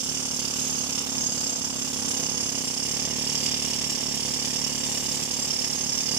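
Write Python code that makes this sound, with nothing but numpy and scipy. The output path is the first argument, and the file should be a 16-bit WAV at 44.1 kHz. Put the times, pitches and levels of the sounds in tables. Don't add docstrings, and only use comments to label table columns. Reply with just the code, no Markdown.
import sys
import numpy as np
from scipy import signal
from scipy.fft import rfft, irfft, next_fast_len
from scipy.io import wavfile

SR = 44100
rng = np.random.default_rng(int(sys.argv[2]) if len(sys.argv) > 2 else 0)


def unload_wav(signal):
    wavfile.write(
        sys.argv[1],
        SR,
        np.round(np.clip(np.atleast_2d(signal).T, -1, 1) * 32767).astype(np.int16),
    )


N = 272538


def amp(db):
    return 10 ** (np.asarray(db) / 20)


def unit(x):
    return x / np.sqrt(np.mean(x ** 2) + 1e-20)


def along(points, hz):
    f, value = np.transpose(points)
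    return np.interp(np.log(hz + 1), np.log(f + 1), value)


def curves(rows):
    s, *columns = np.transpose(rows)
    return [np.interp(np.arange(N) / SR, s, column) for column in columns]


def wobble(rate):
    knots = rng.standard_normal(int(N * rate / SR) + 2)
    return np.interp(np.arange(N) * rate / SR, np.arange(len(knots)), knots)


def filtered(x, response):
    size = 2 * next_fast_len(N // 2 + SR // 4)
    hz = np.fft.rfftfreq(size, 1 / SR)
    return irfft(rfft(x, size) * response(hz), size)[..., :N]


def causal(gain):
    cepstrum = irfft(np.log(gain))
    half = len(cepstrum) // 2
    cepstrum[1:half] *= 2
    cepstrum[half + 1:] = 0
    return np.exp(rfft(cepstrum))


def strokes(times, scatter_db, jitter, strength_db=0):
    size, slip = rng.standard_normal((len(times), 2)).T
    at = np.round((times + jitter * slip) * SR).astype(int)
    inside = (at >= 0) & (at < N)
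    strength = amp(strength_db + scatter_db * size)
    return np.bincount(at[inside], strength[inside], N)


def bursts(hits, rise, hold, fade, held):
    t = np.arange(SR // 10) / SR
    shape = (1 - np.exp(-t / rise)) * np.exp(-np.maximum(t - hold, 0) / fade)
    power = np.abs(signal.oaconvolve(hits ** 2, shape ** 2)[:N])
    return unit(np.sqrt(power / power.mean() + held))


# f/Hz, left minus right level/dB
PORT_LEVEL_DIFFERENCE = [(60, -5), (130, -7), (260, -11), (420, -6), (700, -6.5), (1150, -3.5), (1450, 2.5),
                         (1750, -3), (2000, -1), (2900, -10), (4000, -3), (5000, -8), (6200, -7.5),
                         (7300, -2.5), (10000, 1), (14000, -3.5)]


def lean(hz):
    return amp(np.array([[1], [-1]]) * along(PORT_LEVEL_DIFFERENCE, hz) / 2)


# f/Hz, correlation/1
PORT_CORRELATION = [(30, -0.21), (90, 0.17), (800, 0.46), (1400, 0.46), (3500, 0.7), (5400, -0.024),
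                    (6500, 0.065), (12000, -0.097)]


def rush(spectrum, envelope):
    size = next_fast_len(N, True)
    hz = np.fft.rfftfreq(size, 1 / SR)
    turn = np.arccos(np.clip(along(PORT_CORRELATION, hz), -1, 1)) / 2
    response = amp(along(spectrum, hz)) * np.array([np.cos(turn), np.sin(turn)])
    mid, side = rfft(rng.standard_normal((2, N)) * envelope, size) * response
    pair = np.array([mid + side, mid - side])
    return unit(irfft(pair * lean(hz), size)[:, :N])


# t/s, lag of the left port/s, turn/1
MICROPHONE_BEARING = [(0, 0.00014, 0.37), (2.3, 0.00016, 0.65), (3.1, 0.00011, 0.82), (6.18, 0.00011, 0.8)]


def late_left(pair):
    n = np.arange(N)
    lag_s = curves(MICROPHONE_BEARING)[0]
    return np.array([np.interp(n - lag_s * SR, n, pair[0]), pair[1]])


def ground(x, far_hz=2050, near_hz=1400, width_hz=380, depth_db=-14.5):
    def notch(centre_hz):
        return filtered(x, lambda hz: causal(amp(depth_db / (1 + (2 * (hz - centre_hz) / width_hz) ** 2))))
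    turned = curves(MICROPHONE_BEARING)[1]
    return (1 - turned) * notch(far_hz) + turned * notch(near_hz)


# t/s, level/dB
DRIVE_LEVEL = [(0, -36.5), (0.7, -37.5), (1.8, -38.5), (2.15, -35), (2.8, -38), (3.3, -36), (4.8, -36.5),
               (5.7, -38.5), (6.18, -37)]
FEED_DB, FEED_PER_S = 0.18, 7.6


def drive():
    return curves(DRIVE_LEVEL)[0] + FEED_DB * wobble(FEED_PER_S)


# t/s, blow rate f/Hz
PISTON_SPEED = [(0.0, 32.24), (0.09, 36.9), (0.53, 35.26), (0.58, 36.93), (0.9, 35.11), (1.43, 35.18),
                (1.51, 31.11), (1.57, 34.54), (2.12, 34.24), (2.22, 31.46), (2.31, 36.17), (2.66, 31.33),
                (2.89, 35.72), (3.25, 37.02), (4.51, 35.79), (4.62, 37.56), (4.73, 35.75), (6.18, 36.16)]
UNEVEN_S, LABOUR_S_PER_HZ, DRIFT_S = .00015, .0001, .0003


def piston():
    speed, t = curves(PISTON_SPEED)[0], np.arange(N) / SR
    cycles = np.cumsum(speed) / SR
    times = np.interp(np.arange(int(cycles[-1]) + 1), cycles, t)
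    uneven = UNEVEN_S + LABOUR_S_PER_HZ * (speed.max() - np.interp(times, t, speed))
    drift = DRIFT_S * np.interp(times, t, wobble(8))
    return times - .0003 + drift + uneven * rng.standard_normal(len(times))


def scatter(x, t60=0.067, lowest_hz=420):
    t = np.arange(SR // 5) / SR
    tail = rng.standard_normal(len(t)) * amp(-60 * t / t60) * (1 - np.exp(-t / 0.0021))
    tail = signal.sosfilt(signal.butter(2, lowest_hz, "high", fs=SR, output="sos"), tail)
    return signal.oaconvolve(x, tail / np.linalg.norm(tail))[:N]


# centre f/Hz, width/Hz, level/dB
EXHAUST_BOOMS = [(71.7, 25, 10.5), (150.8, 29, 10), (282, 23, 5), (317.4, 18.5, -10.5), (385.5, 66, 8),
                 (420, 24, -8), (511, 68, 7.5), (546, 11, -14), (618, 17, -9.5), (675, 17, 0),
                 (722, 38, -5.5), (840, 29, 5.5)]


def booms(hz):
    return amp(sum(db / (1 + (2 * (hz - centre) / width) ** 2) for centre, width, db in EXHAUST_BOOMS))


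# t/s, level/dB
HUM_LEVEL = [(0, -5), (0.9, -1), (1.3, 0), (2.0, 0.5), (2.55, -2), (2.9, -14), (6.18, -14)]


def hum(x, centre_hz=263, width_hz=17):
    ringing = signal.lfilter(*signal.iirpeak(centre_hz, centre_hz / width_hz, SR), x)
    return x + amp(curves(HUM_LEVEL)[0]) * ringing


# t/s after the port opens, level/dB, half the low-pass corner f/Hz, push +1 or suck -1
AIR_PUFFS = [(0, 2, 3000, 1), (.0043, -5.5, 420, 1), (.0086, -2, 690, 1), (.0095, -11, 1000, -1),
             (0.0116, -9.5, 300, 1)]
# f/Hz, level/dB
PORT_SPECTRUM = [(30, -53), (48, -13), (66, -4), (110, 0), (200, 1.6), (280, 4.5), (335, -3), (490, -4),
                 (750, -7), (1100, -5), (1500, -5), (3000, -10.5), (6000, -18.5), (10000, -37)]
# f/Hz, level/dB
JET_SPECTRUM = [(30, -34), (55, -27), (90, -2), (150, -2.5), (250, 3), (320, -15.5), (480, -3), (700, 1),
                (1000, -1), (1600, 2), (4000, -36), (12000, -38)]
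# t/s, level/dB
JET_BALANCE = [(0, -10), (1.2, -3), (2.2, -3.5), (2.8, -6.5), (3.3, -8.5), (6.18, -3.5)]
# t/s, level/dB
EXHAUST_LEVEL = [(0, -1.7), (1, 0), (1.8, 0), (2.3, -1), (3, 1.7), (3.5, -0.1), (4.8, 0.2), (6.18, 0)]


def exhaust(times, drive_db):
    puffs = 0
    for delay, db, half_corner_hz, push in AIR_PUFFS:
        hits = push * strokes(times + delay, scatter_db=0.8, jitter=.00006)
        keep = np.exp(-2 * np.pi * 2 * half_corner_hz / SR)
        puff = signal.lfilter([(1 - keep) ** 2], [1, -2 * keep, keep ** 2], hits)
        puffs = puffs + amp(db) * puff
    puffs = puffs + amp(-8.0) * scatter(puffs)
    bark = unit(filtered(puffs, lambda hz: causal(amp(along(PORT_SPECTRUM, hz)) * booms(hz)) * lean(hz)))
    jet_hits = strokes(times, scatter_db=0.9, jitter=.0002)
    jet = rush(JET_SPECTRUM, bursts(jet_hits, rise=0.004, hold=0.011, fade=0.008, held=0.22))
    jet = unit(filtered(jet, lambda hz: causal(booms(hz))))
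    voice = hum(bark + amp(curves(JET_BALANCE)[0]) * jet)
    return amp(drive_db + curves(EXHAUST_LEVEL)[0]) * voice


# f/Hz, level/dB
HISS_SPECTRUM = [(25, -35), (60, -11), (200, 4), (1000, -10), (1500, -8.5), (3000, -4.5), (4000, -3),
                 (5500, -2.5), (7300, 5), (9000, -4), (12000, -9.5), (15000, -10)]
SURGE_S = 0.013


def spent_air(times):
    spit_hits = strokes(times + .0009, scatter_db=1.2, jitter=.0002)
    spit = bursts(spit_hits, rise=0.0005, hold=0.0025, fade=0.0065, held=0.9)
    surge_hits = strokes(times + SURGE_S, scatter_db=1.2, jitter=.0005)
    surge = bursts(surge_hits, rise=0.0015, hold=0.003, fade=0.007, held=1.2)
    flutter = amp(1.6 * wobble(7.9) + 1.8 * wobble(150))
    return amp(-36.0) * rush(HISS_SPECTRUM, np.hypot(spit, amp(4.0) * surge) * flutter)


# t/s, level/dB
STANDOUT_BLOWS = [(0.178, 1.8), (0.39, 2.3), (0.67, -2.2), (0.982, 3), (1.03, -2.2), (1.06, -3.3),
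                  (1.35, -3.6), (1.465, 1.8), (1.64, 1.8), (1.9, -4.5), (2.32, -3.6), (2.345, -2.5),
                  (2.679, 1.8), (3.07, -2.5), (3.4, -2.4), (3.46, 2.6), (3.59, -2.3), (3.86, -3.6),
                  (4.337, 1.4), (4.45, 2.4), (4.56, 2.1), (4.83, 2.4), (4.977, 3), (5.308, 1.3), (5.5, 2.8),
                  (5.645, 3.2), (6.03, -2.8)]
LANDING_S, LANDING_SCATTER_S, BLOW_SCATTER_DB = .0018, .0003, .55


def hammer(times):
    landings = times + LANDING_S
    odd_db = 0
    for s, db in STANDOUT_BLOWS:
        distance = np.abs(landings - s)
        odd_db = odd_db + db * (distance == distance.min())
    return strokes(landings, scatter_db=BLOW_SCATTER_DB, jitter=LANDING_SCATTER_S, strength_db=odd_db)


# f/Hz, width/Hz of each of two cascaded resonators,
# level/dB, left minus right level/dB
STEEL_MODES = [(2140, 140, -21.5, 3), (2889, 130, -12.5, -9), (3272, 130, -13.8, -2), (3630, 140, -14, 0),
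               (4544, 150, -13.5, -5), (4855, 240, -6, -11.5), (5422, 185, 0.5, -7.5),
               (6446, 125, -3, -8.5), (7472, 105, 2.2, 4.5), (8608, 100, -6, -5), (9783, 100, -5.8, -8),
               (11005, 85, -14, -12.5), (12340, 90, -18, -8), (13620, 90, -17.5, -8), (14975, 90, -15, -1)]
# t/s, then level/dB of the modes under 4 kHz, those near 5 kHz,
# the 6.4 kHz mode, the 7.5 kHz mode and the modes above
RINGING_LEVELS = [(0, -2.5, -4.5, 0.5, -9, -8), (1.1, -1.5, -1, 5, -5, -8.5), (1.45, -2, 1.5, 7, -0.5, -11),
                  (2.1, -2, -5, 1.5, -5.5, -7.5), (2.8, -0.5, 1.5, 2, -6, -6.5),
                  (3.05, 1.5, -2, 2, -8, -7.5), (3.45, 2, 1, -9, -10, -11.5),
                  (4.5, -0.5, 0, -25, -9, -10.5), (5.1, -0.5, 0.5, -7, -5.5, -8.5),
                  (6.18, 1, 2.5, 3, -12, -6)]
MODE_GROUP_EDGES = [4000, 6000, 7000, 8000]
SCRAPE = .9
ROD_DIRECT, ROD_LAG_S = .55, .00009


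def steel(blows, drive_db):
    direct = rng.standard_normal(N)
    both_ports = np.array([np.roll(direct, round(ROD_LAG_S * SR)), direct])
    contact = np.sqrt(ROD_DIRECT) * both_ports + np.sqrt(1 - ROD_DIRECT) * rng.standard_normal((2, N))
    struck = contact * bursts(blows, rise=0.0019, hold=0.0038, fade=0.013, held=0.066)
    ringing_db = curves(RINGING_LEVELS)
    out = 0
    for mode_hz, width_hz, db, lean_db in STEEL_MODES:
        high = np.clip((mode_hz - 5400) / 2000, 0, 1)
        force = struck + SCRAPE * high * contact
        mode = np.concatenate(signal.iirpeak(mode_hz, mode_hz / width_hz, SR))
        ring = unit(signal.sosfilt([mode, mode], force))
        turning_db = 2.64 * wobble(9)
        group_db = ringing_db[np.searchsorted(MODE_GROUP_EDGES, mode_hz)]
        ports = amp([[lean_db / 2], [-lean_db / 2]])
        out = out + ring * amp(db + drive_db + group_db + turning_db) * ports
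    return amp(-0.03) * out


# f/Hz, spectral density level/dB
CHATTER_SPECTRUM = [(3000, -33), (3950, -36), (4350, -7.5), (4750, -5.5), (5400, 2.5), (6000, 1.5),
                    (6800, -1.5), (7350, 0), (7800, -9.5), (9400, -14.5), (10500, -23.5), (13000, -32),
                    (15000, -29)]
CHATTER_DB = 5


def chatter(blows, grit, drive_db):
    envelope = grit * bursts(blows, rise=0.00096, hold=0.0058, fade=0.016, held=0.19)
    return amp(drive_db + CHATTER_DB) * rush(CHATTER_SPECTRUM, envelope)


# f/Hz, spectral density level/dB
CASING_SPECTRUM = [(500, -15), (900, -8), (1500, -3.5), (2100, -3.5), (2900, -1.5), (3550, -2),
                   (3950, -17.5), (5000, -26.5)]
CASING_DB, CASING_TURN_DB = -3.5, 0.5


def casing(blows, grit, drive_db):
    turned = curves(MICROPHONE_BEARING)[1]
    level_db = drive_db + CASING_DB + CASING_TURN_DB * turned + 1.3 * wobble(6)
    envelope = grit * bursts(blows, rise=0.0008, hold=0.0065, fade=0.0095, held=0.32)
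    return amp(level_db) * rush(CASING_SPECTRUM, envelope)


def scene():
    drive_db = drive()
    times = piston()
    bark = exhaust(times, drive_db)
    air = spent_air(times)
    blows = hammer(times)
    grit = amp(1.6 * wobble(700))
    ring = steel(blows, drive_db)
    rattle = chatter(blows, grit, drive_db)
    clatter = casing(blows, grit, drive_db)
    return late_left(ground(bark + clatter)) + ring + rattle + ground(air)


TOP_HZ = 15300


def record(dry):
    return filtered(dry, lambda hz: hz < TOP_HZ)


dry = scene()
out = record(dry)
unload_wav(out)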